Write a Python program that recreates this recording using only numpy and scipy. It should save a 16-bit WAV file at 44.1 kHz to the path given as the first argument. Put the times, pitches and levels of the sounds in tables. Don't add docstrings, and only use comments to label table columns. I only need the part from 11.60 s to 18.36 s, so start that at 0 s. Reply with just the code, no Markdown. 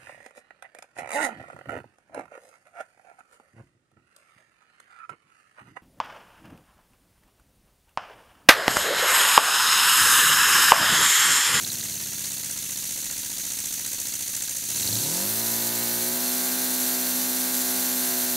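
import sys
import numpy as np
from scipy import signal
from scipy.fft import rfft, irfft, next_fast_len
from scipy.io import wavfile
from scipy.ndimage import uniform_filter1d

SR = 44100
rng = np.random.default_rng(int(sys.argv[2]) if len(sys.argv) > 2 else 0)


def dump(signal):
    limited = np.clip(np.atleast_2d(signal).T, -1, 1)
    pcm = np.round(limited * 32767).astype(np.int16)
    wavfile.write(sys.argv[1], SR, pcm)


def volts_from_decibels(level):
    exponent = np.asarray(level, float) / 20
    return 10 ** exponent


N = 298101


def unit(x):
    return x / np.sqrt(np.mean(x ** 2))


def curve(table):
    s, *columns = np.transpose(table)
    return [np.interp(np.arange(N) / SR, s, c) for c in columns]


def at_hz(table, hz, column=1):
    table = np.array(table, float)
    return np.interp(np.log(hz + 1), np.log(table[:, 0]), table[:, column])


def shape(x, gain):
    size = next_fast_len(N)
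    return irfft(rfft(x, size) * gain(np.arange(size // 2 + 1) * SR / size), size)[:N]


def ring(x, modes):
    def response(f):
        return sum(volts_from_decibels(db) * 1j * f * w / (hz ** 2 - f ** 2 + 1j * f * w) for hz, w, db in modes)
    return shape(x, response)


def walk(rate):
    k = int(SR / rate)
    return unit(uniform_filter1d(uniform_filter1d(rng.standard_normal(N), k), k))


def strikes(angle, places, sizes, jitter, scatter_db):
    turns = np.arange(-1, int(angle[-1]) + 1)[:, None]
    chance = rng.standard_normal((len(turns), len(places), 2))
    crank = turns + places + jitter * chance[..., 0]
    when = np.interp(crank, angle, np.arange(N), left=N, right=N).ravel()
    size = (sizes * volts_from_decibels(scatter_db * chance[..., 1])).ravel()
    first = when.astype(int)
    late = when - first
    out = np.bincount(first, size * (1 - late), N + 2) + np.bincount(first + 1, size * late, N + 2)
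    return out[:N]


def steady(x, span_s=0.49):
    return x / np.sqrt(uniform_filter1d(x ** 2, int(span_s * SR)) + 1e-18)


# time_s, turns_hz
SPEED = [(0.0, 19.39), (0.277, 17.51), (0.677, 15.88), (1.279, 14.79), (2.458, 14.49), (2.994, 13.59),
         (3.089, 16.17), (3.375, 28.16), (3.511, 40.9), (3.718, 55.22), (3.797, 57.66), (4.363, 59.05),
         (4.597, 62.28), (4.979, 63.41), (5.48, 62.9), (5.814, 63.42), (6.349, 63.19), (6.76, 62.12)]


def crank():
    hz, = curve(SPEED)
    first_pop_turns = 0.183
    return hz, np.cumsum(hz) / SR - first_pop_turns


# frequency_hz, density_db
ROOM = [(20, -30), (45, -22), (70, -6), (150, 7), (400, -7), (1500, -0.5), (3000, -49)]


def room(racing):
    level_db, duck_db = -58.5, 13
    noise = unit(shape(rng.standard_normal(N), lambda f: volts_from_decibels(at_hz(ROOM, f))))
    return volts_from_decibels(level_db - duck_db * racing) * noise


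# time_s, level_db
RUMBLE = [(0, -71), (.8, -66), (1.3, -60), (3.4, -62), (3.7, -59), (4.3, -62), (5, -70), (6.76, -72)]


def rumble():
    level_db, = curve(RUMBLE)
    return volts_from_decibels(level_db) * unit(ring(rng.standard_normal(N), [(36, 30, 0)]))


# frequency_hz, width_hz, level_db
CAVITIES = [(4130, 420, -4), (4610, 53, -4), (6210, 110, -2), (6500, 200, 0), (6740, 120, -1),
            (7480, 92, -2), (8230, 49, -3), (8680, 130, -4), (9120, 130, -1), (10000, 200, -2),
            (10400, 240, -3), (11600, 89, 0), (11800, 86, -1), (12100, 50, -1), (12400, 43, -1),
            (12700, 240, 0), (13200, 190, -3), (14100, 120, -3), (15200, 140, -5)]


def air(spectrum, cavity_db):
    def gain(f):
        peaks = sum(volts_from_decibels(db / 2) / (1 + (2 * (f - hz) / w) ** 2) for hz, w, db in CAVITIES)
        return volts_from_decibels(at_hz(spectrum, f) + cavity_db * peaks) / (1 + (55 / (f + 1)) ** 2)
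    return unit(shape(rng.standard_normal(N), gain))


# frequency_hz, density_db
LEAK_SLOW = [(760, -36), (1300, -26), (1620, -11), (2700, -6.5), (3290, -5), (4130, -3.5), (5250, -4),
             (6610, 6), (7180, 0), (9320, -0.5), (11000, -5.5), (13200, -6.5), (15700, -10.5)]
LEAK_FAST = [(710, -9.5), (1200, -13.5), (1350, -11.5), (1600, -6.5), (1730, -12), (1890, -13),
             (2360, -8.5), (2630, -8.5), (3330, -5.5), (4230, -5.5), (4860, -2), (6290, 0.5), (7080, 0.5),
             (12900, 0.5), (15700, -2.5)]
SHUT_TURNS = [.175, .395, .95]


def leak(angle, valve):
    width_turns, shut_db = 0.03, -4
    slow = volts_from_decibels(-0.5) * air(LEAK_SLOW, cavity_db=3.0)
    fast = volts_from_decibels(3.0) * air(LEAK_FAST, cavity_db=5.0)
    sound = np.sqrt(1 - valve) * slow + np.sqrt(valve) * fast
    sound = sound * volts_from_decibels(0.5 * walk(51) + 0.8 * walk(440))
    shut = sum(np.exp(-((angle % 1 - place) / width_turns) ** 2) for place in SHUT_TURNS)
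    ripple_db = 0.13 * valve * np.cos(2 * np.pi * (angle - 0.37))
    return sound * volts_from_decibels(shut_db * (1 - valve) * shut + ripple_db)


# angle_turns, puff_db, knock_db, tick_db
SLOW_TURN = [(.01, 12, -18, -22), (0.055, -26, -4, 9.5), (0.095, -42, 4, -35), (0.245, 19, -21, -5),
             (0.3, -19, 2, -27), (0.456, 16, -1, -30), (0.53, -3, -6, -26), (0.584, -33, 0.5, -27),
             (.67, 1.5, -7, 6.5), (0.881, 3, -24, -5)]
# frequency_hz, density_db
PUFF = [(800, -32), (2000, -8), (4500, -8), (6300, 5), (8500, 1.5), (10500, -3), (12000, -11), (15500, -15)]


def hiss(angle, valve, top_db, push_db):
    places, puff_db = np.transpose(SLOW_TURN)[:2]
    t = np.arange(1400) / SR
    swell = (1 - np.exp(-t / 0.0012)) * np.exp(-t / 0.004)

    def puffs():
        hits = strikes(angle, places, volts_from_decibels(puff_db), jitter=0.003, scatter_db=1.0)
        return steady(np.convolve(hits, swell)[:N])
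    jet = air(PUFF, cavity_db=4.0)
    jet_top = shape(jet, lambda f: 1 / (1 + (7600 / (f + 1)) ** 10))
    puffing = puffs() * (jet - jet_top) + puffs() * jet_top
    sound = leak(angle, valve) + volts_from_decibels(push_db) * puffing
    top = shape(sound, lambda f: 1 / (1 + (10800 / (f + 1)) ** 12))
    return sound + top * (volts_from_decibels(top_db - (-10.0 + 7.8 * valve)) - 1)


def jets_level(hz):
    slow_db, fast_db, from_hz, span_hz = -4.5, 0.8, 44, 10
    return slow_db + (fast_db - slow_db) * np.clip((hz - from_hz) / span_hz, 0, 1)


POPS = [(0, 0.97, -0.51), (0.028, -0.37, -0.18), (0.226, 0.76, 0.044), (0.319, 0.95, -0.17),
        (0.418, 0.47, 0.35), (.455, -0.34, -1.2), (0.496, 0.66, 0.91), (.62, 0.24, -0.18),
        (0.779, 0.05, -0.012), (0.869, -0.13, 0.75)]
# frequency_hz, width_hz, level_db
POP = [(223, 145, 35.5), (397, 60, 19), (550, 50, 1), (700, 81, 11)]
# frequency_hz, width_hz, level_db
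SURGE = [(40, 46, -19), (95, 52, 11.5), (176, 61, -4.5)]


def pops(angle):
    places, sharp, soft = np.transpose(POPS)
    pop = ring(strikes(angle, places, sharp, jitter=0.0025, scatter_db=1.2), POP)
    push = strikes(angle, places, soft, jitter=0.003, scatter_db=1.2)
    surge = ring(np.convolve(push, np.hanning(160))[:N], SURGE)
    return steady(unit(pop) + volts_from_decibels(-1.5) * unit(surge))


# crank_multiple, coast_fast_db, coast_slow_db, tick_over_db
COAST = [(4.96, 2, 1, -10.5), (5.94, -6, -17.5, -3), (7.17, -9, 11, -24), (8.08, -5, -21.0, 2),
         (9, 1.0, -1, -21), (10.05, -4, 0, -2.5), (11, -5.5, -7, -6), (12, -8, -16, -11),
         (12.86, -1, -1, -17.5), (14, -14, -7, 2.5), (14.93, -12.5, -4, -16), (16.04, -5, -8, -9),
         (16.67, -7.5, -17, -11), (18, -18, -8, -3), (18.9, -28, -22, -2.5), (20, -8, -26.0, -21),
         (21, -17, -11, -34), (21.7, -20, -17.5, -3), (23, -16, -15.0, -12), (24, -25, -13.5, -15),
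         (25, -21.5, -8, -5), (25.87, -9, -21.5, -17), (27, -35, -12, -27.0), (28, -23, -27, -9.0),
         (28.3, -21, -33, -12), (29.85, -13.0, -29, -22.5), (30.5, -15.5, -23.0, -36),
         (32.1, -21, -19, -20), (33.3, -16, -28.5, -20), (33.5, -30, -19, -14), (35.3, -26, -16, -18.5),
         (36, -21, -24.5, -25), (36.3, -12, -23.5, -30.0), (38.5, -16, -33.5, -17.5)]
COAST_STAGES_HZ = [14.7, 14.94, 18]


def coast_tone(angle, stage_hz, wobble):
    slow = slice(N // 2)
    calm = [w[slow] ** 0.24 for w in wobble]
    tone = 0
    for (k, *levels_db), start in zip(COAST, rng.random(len(COAST))):
        k = round(k)
        size = np.interp(stage_hz[slow], COAST_STAGES_HZ, volts_from_decibels(np.array(levels_db[::-1])))
        tone = tone + size * calm[k % len(calm)] * np.sin(2 * np.pi * (k * angle[slow] + start))
    return np.pad(steady(tone), (0, N - N // 2))


# frequency_hz, width_hz, level_db
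EXHAUST = [(110.8, 10.5, 18.5), (185, 74, 4.5), (282, 59, 8), (366, 42, 10.5), (396, 15, 3),
           (541, 53, 13.5), (686, 43, 14), (886, 77, 12), (987, 40, 12.5)]


def lift(f):
    return volts_from_decibels(sum(db / (1 + (2 * (f - centre) / w) ** 2) for centre, w, db in EXHAUST))


def exhaust(angle, hz, valve, full, boom_db, exhaust_db):
    early = np.arange(N) < 2 * SR
    idle_hz, idle_share, coast_share = 14.5, 0.11, 0.61
    wobble = [volts_from_decibels((1.3 + 1.0 * (1 - valve)) * walk(14)) for _ in range(5)]
    coasting = np.clip((hz - 16) / 1.8, 0, 1) * early
    stage_hz = np.where(early, hz, idle_hz)
    clear = coast_tone(angle, stage_hz, wobble)
    share = np.interp(stage_hz, COAST_STAGES_HZ[:2], (idle_share, coast_share))
    share = np.clip(share, 0, 1) * (1 - valve) ** 2
    sound = np.sqrt(1 - valve) * volts_from_decibels(-6.5) * pops(angle)
    sound = sound + np.sqrt(valve) * buzz(angle, hz, full, wobble)
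    lull = np.exp(-((angle % 1 - 0.9) / 0.066) ** 2)
    lull_db = -11.5 * (1 - valve) * (1.5 - coasting) * lull
    sound = np.sqrt(1 - share) * volts_from_decibels(lull_db) * shape(sound, lift)
    sound = sound + np.sqrt(share) * volts_from_decibels(4 + 0.94 * lull_db) * clear
    low = shape(sound, lambda f: 1 / (1 + (f / 137) ** 12))
    deep = shape(low, lambda f: 1 / (1 + (f / 60) ** 8))
    boom = volts_from_decibels(boom_db) * steady(low - deep, span_s=0.05)
    bark = volts_from_decibels(exhaust_db) * steady(sound - low, span_s=0.11)
    return boom + bark + volts_from_decibels(-73.0 - 24 * valve) * steady(deep)


BENCH_ORDERS_DB = [-45.5, -49, -37.5, -48, -52, -70, -57.5]


def boom_level(hz):
    mode_hz, width_hz, floor_db = 108.4, 6.46, -82
    orders = np.arange(len(BENCH_ORDERS_DB))[:, None] + 2
    spread_hz = width_hz * (orders / 2) ** 0.27
    tuned = np.exp(-((orders * hz - mode_hz) / spread_hz) ** 2 / 2)
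    return 10 * np.log10(volts_from_decibels(floor_db) ** 2 + volts_from_decibels(np.array(BENCH_ORDERS_DB)) ** 2 @ tuned)


def octaves(hz):
    idle_hz, knee_hz = 14.5, 27
    return np.log2(np.minimum(hz, knee_hz) / idle_hz), np.log2(np.maximum(hz, knee_hz) / knee_hz)


def exhaust_level(hz):
    low, high = octaves(hz)
    node_db = -3 * np.exp(-((hz * 4 - 221) / 14.5) ** 2)
    return -50.5 + 13.5 * low + 3.5 * high + node_db


# frequency_hz, width_hz, level_db
KNOCK = [(920, 660, -11), (1630, 120, -2), (1990, 590, 1), (2670, 125, 3)]
# frequency_hz, width_hz, level_db
TICK = [(3730, 280, -1.5), (4120, 400, 8.5), (4320, 250, -9)]
# angle_turns, knock_db, tick_db
BRISK_TURN = [(.07, -6, -14), (.14, -18, -29), (.22, -4, -1), (.3, -7, -1), (.575, -2, 0), (.63, -14, 1),
              (.69, -15, 0), (.8, -2, -11), (.95, -10, -12)]
FAST_TURN = [(.08, -3, -12), (.155, 1.5, -18), (.22, -1.5, 1), (.31, -9, 0.5), (.59, 2, -19),
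             (.635, -4.5, -4), (.72, -10, -7), (.77, 1, 2.5), (.96, -11, -0.5)]


def linkage(angle, racing, full):
    places, _, *parts_db = np.transpose(SLOW_TURN)
    rattle = np.sign(rng.standard_normal(N))
    smear = np.exp(-np.arange(400) / (0.0049 * SR))
    slow = []
    for db in parts_db:
        hits = strikes(angle, places, volts_from_decibels(db), jitter=0.0044, scatter_db=2.0)
        slow.append(np.convolve(hits, smear)[:N] * rattle)
    fast = [0, 0]
    for table, share in ((BRISK_TURN, 1 - full), (FAST_TURN, full)):
        places, *parts_db = np.transpose(table)
        for i, play_turns in enumerate((0.004, 0.0014)):
            hits = strikes(angle, places, volts_from_decibels(parts_db[i]), jitter=play_turns, scatter_db=1.5)
            fast[i] = fast[i] + share * hits
    slow = volts_from_decibels(-4.0) * steady(ring(slow[0], KNOCK)) + volts_from_decibels(-2.5) * steady(ring(slow[1], TICK))
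    fast = volts_from_decibels(-5.0) * steady(ring(fast[0], KNOCK[2:])) + volts_from_decibels(0.3) * steady(ring(fast[1], TICK))
    return np.sqrt(1 - racing) * slow + np.sqrt(racing) * fast


def linkage_level(hz):
    low, high = octaves(hz)
    return -41 + 2.5 * (low + high) + 3 * np.exp(-((hz - 21.9) / 2.8) ** 2)


# start_s, peak_db
SLAPS = [(0.048, -21), (0.102, -21.5), (0.1176, -26), (0.1545, -25), (0.2102, -22), (0.266, -31),
         (0.295, -29), (0.323, -24), (3.1454, -24), (3.182, -23), (3.1976, -21), (3.231, -21), (3.275, -16),
         (3.288, -18), (3.316, -26), (3.3278, -19), (3.354, -17.5), (3.365, -24), (3.3877, -21),
         (3.397, -24), (3.435, -25), (3.449, -24)]
# frequency_hz, width_hz, level_db
SLAP = [(4070, 540, 2.5), (4620, 790, -3.5)]


def slaps():
    s, db = np.transpose(SLAPS)
    decay_s, chatter_hz = 0.0015, 4200
    hits = np.bincount((s * SR).astype(int), volts_from_decibels(db), N)
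    envelope = np.convolve(hits, np.exp(-np.arange(500) / (decay_s * SR)))[:N]
    phase = 2 * np.pi * chatter_hz * np.arange(N) / SR + 1.7 * walk(1500)
    return ring(envelope * np.cos(phase), SLAP)


def lined_up(k, ports, lag):
    places, steps = np.transpose(ports)
    return np.exp(1j * (np.angle(np.exp(-2j * np.pi * k * places) @ steps) + lag))


# crank_multiple, pulling_up_db, at_58_hz_db, at_63_hz_db
BUZZ = [(1, -15.0, -33, -54), (2, -8, 0, -28), (2.976, -11.0, -11, -15.0), (3.999, 6, 0.5, 0.0),
        (5, -6, -10, -18.0), (5.967, -12, -2.5, -9.0), (6.9, -4.5, -8.5, -25.5), (7.98, -5.5, -18.0, -16),
        (8.99, -9.5, -8.5, -14), (9.97, -14.0, -14, -17.5), (10.93, -8, -9, -10.5),
        (11.9, -13.5, -10, -20.5), (13, -14.0, -18.0, -14.5), (14, -23, -11, -16.5), (15, -11, -11, -19),
        (16, -18.0, -15.5, -22), (17.12, -16, -12, -20), (18, -20, -21, -19), (19, -10.5, -30, -27),
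        (19.85, -10, -18, -22.5), (21, -24, -14, -19.5), (22, -21, -21.0, -23), (23, -15, -31, -16.5),
        (24, -9, -18.0, -24.5), (25.05, -10, -13, -14.5), (25.76, -28, -14, -18), (27, -16, -27, -22),
        (28, -14.0, -19, -43), (29, -16.5, -19, -19), (30, -13.5, -14, -26), (31, -21, -20, -18),
        (32, -23, -14, -18), (33, -19, -16, -21.5), (34, -15, -19, -25), (34.56, -14, -24, -19),
        (35.5, -14, -36, -32), (37, -13.5, -20, -27), (38.2, -12.5, -10.5, -21)]
BRISK_PORTS = [(.096, 1), (.113, -.58), (.331, -.55), (.593, .84), (.721, .71), (.937, .14)]
FAST_PORTS = [(.146, 1), (.209, .42), (.267, .81), (.485, -.7), (.499, -.29), (.785, -.86)]


def buzz(angle, hz, full, wobble):
    sound, fast = np.zeros(N), slice(3 * SR, N)
    hz, angle, full = hz[fast], angle[fast], full[fast]
    climbing = np.clip((53 - hz) / 9.5, 0, 1)
    edge = volts_from_decibels(-9.5 * np.clip((46 - hz) / 16, 0, 1))
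    for k, climb_db, brisk_db, full_db in BUZZ:
        k = round(k)
        brisk = climbing * volts_from_decibels(climb_db - 3.5) + (1 - climbing) * volts_from_decibels(brisk_db) / lift(58.4 * k)
        size = (1 - full) * brisk + full * volts_from_decibels(full_db) / lift(63.1 * k)
        if k > 16:
            size = size * edge
        phasor = lined_up(k, BRISK_PORTS, -2.03)
        turn = np.angle(lined_up(k, FAST_PORTS, 1.25) / phasor)
        start = np.angle(phasor) + full * turn
        sound[fast] += wobble[k % len(wobble)][fast] * size * np.cos(2 * np.pi * k * angle + start)
    return steady(sound, span_s=0.24)


# frequency_hz, level_db
BENCH_RIPPLE = [(2330, -1.5), (2840, -0.9), (3400, -2.4), (3530, 3), (3700, -0.5), (4440, -0.1),
                (4650, 3.1), (4870, -2), (5300, -3.5), (5730, 5), (6070, 1), (6290, -2.5), (6630, -5.5),
                (6930, 1), (7240, -8.5), (7490, 2), (8230, 1.5), (8570, -3.5), (8910, -9), (9090, 3.5),
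                (9520, 0), (10290, -8.5), (10850, -7), (11540, 1), (11670, 1.5), (12020, -3), (12270, -2),
                (12580, -0.5), (12880, 4.5), (13090, -10), (13780, -4), (14210, 4), (14470, -2.5),
                (14940, -1.6)]


def reflections(x):
    width_hz = 92

    def gain(f):
        return volts_from_decibels(sum(db / (1 + (2 * (f - hz) / width_hz) ** 2) for hz, db in BENCH_RIPPLE))
    return shape(x, gain)


# frequency_hz, right_lead_share, unrelated_part_db
PORTS = [(30, 0.044, -4), (107, 0.05, -69), (344, 0.15, -21), (710, 0.14, -7.5), (1330, 0.081, -7.5),
         (1510, 0.0028, -74), (3700, 0.02, -63), (5940, 0.1, -15.5), (9100, 0.068, -10), (11280, .05, -5),
         (11800, 0.0026, -70)]


def two_ports(mid):
    echoes = unit(rng.standard_normal(3600) * np.exp(-np.arange(3600) / 900)) / 60
    unrelated = signal.fftconvolve(mid, echoes)[:N]
    side = shape(mid, lambda f: at_hz(PORTS, f))
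    side = side + shape(unrelated, lambda f: volts_from_decibels(at_hz(PORTS, f, column=2)))
    return np.array([mid - side, mid + side])


# time_s, level_db
AIR = [(0, -31.5), (.3, -32.5), (1.7, -32.5), (2.0, -32), (3.03, -32), (3.24, -28.5), (3.55, -27.5),
       (3.67, -30.5), (6.76, -29.5)]


def scene():
    hz, angle = crank()
    hiss_db, = curve(AIR)
    racing = np.clip((hz - 20) / 18, 0, 1)
    full = np.clip((hz - 59.5) / 3, 0, 1)
    valve = np.clip((hz - 17.5) / 12, 0, 1) * (np.arange(N) > 3 * SR)
    merged = np.clip((hz - 13.5) / 13.7, 0, 1)
    idle_air_db = np.interp(2.5, *np.transpose(AIR))
    push_db = (1 - merged) * (-2.5 + 3.4 * (hiss_db - idle_air_db)) - 11.0 * merged
    mid = volts_from_decibels(hiss_db) * hiss(angle, valve, jets_level(hz), push_db)
    mid = mid + exhaust(angle, hz, valve, full, boom_level(hz), exhaust_level(hz))
    mid = mid + volts_from_decibels(linkage_level(hz) - 4.0) * linkage(angle, racing, full)
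    mid = reflections(mid) + rumble() + room(racing)
    return two_ports(mid) + slaps()


def low_pass(x):
    return signal.sosfilt(signal.butter(12, 16480, fs=SR, output="sos"), x)


def record(dry):
    top_hz = 15720
    mix = np.array([shape(channel, lambda f: f < top_hz) for channel in dry])
    return low_pass(mix)


dry = scene()
out = record(dry)
dump(out)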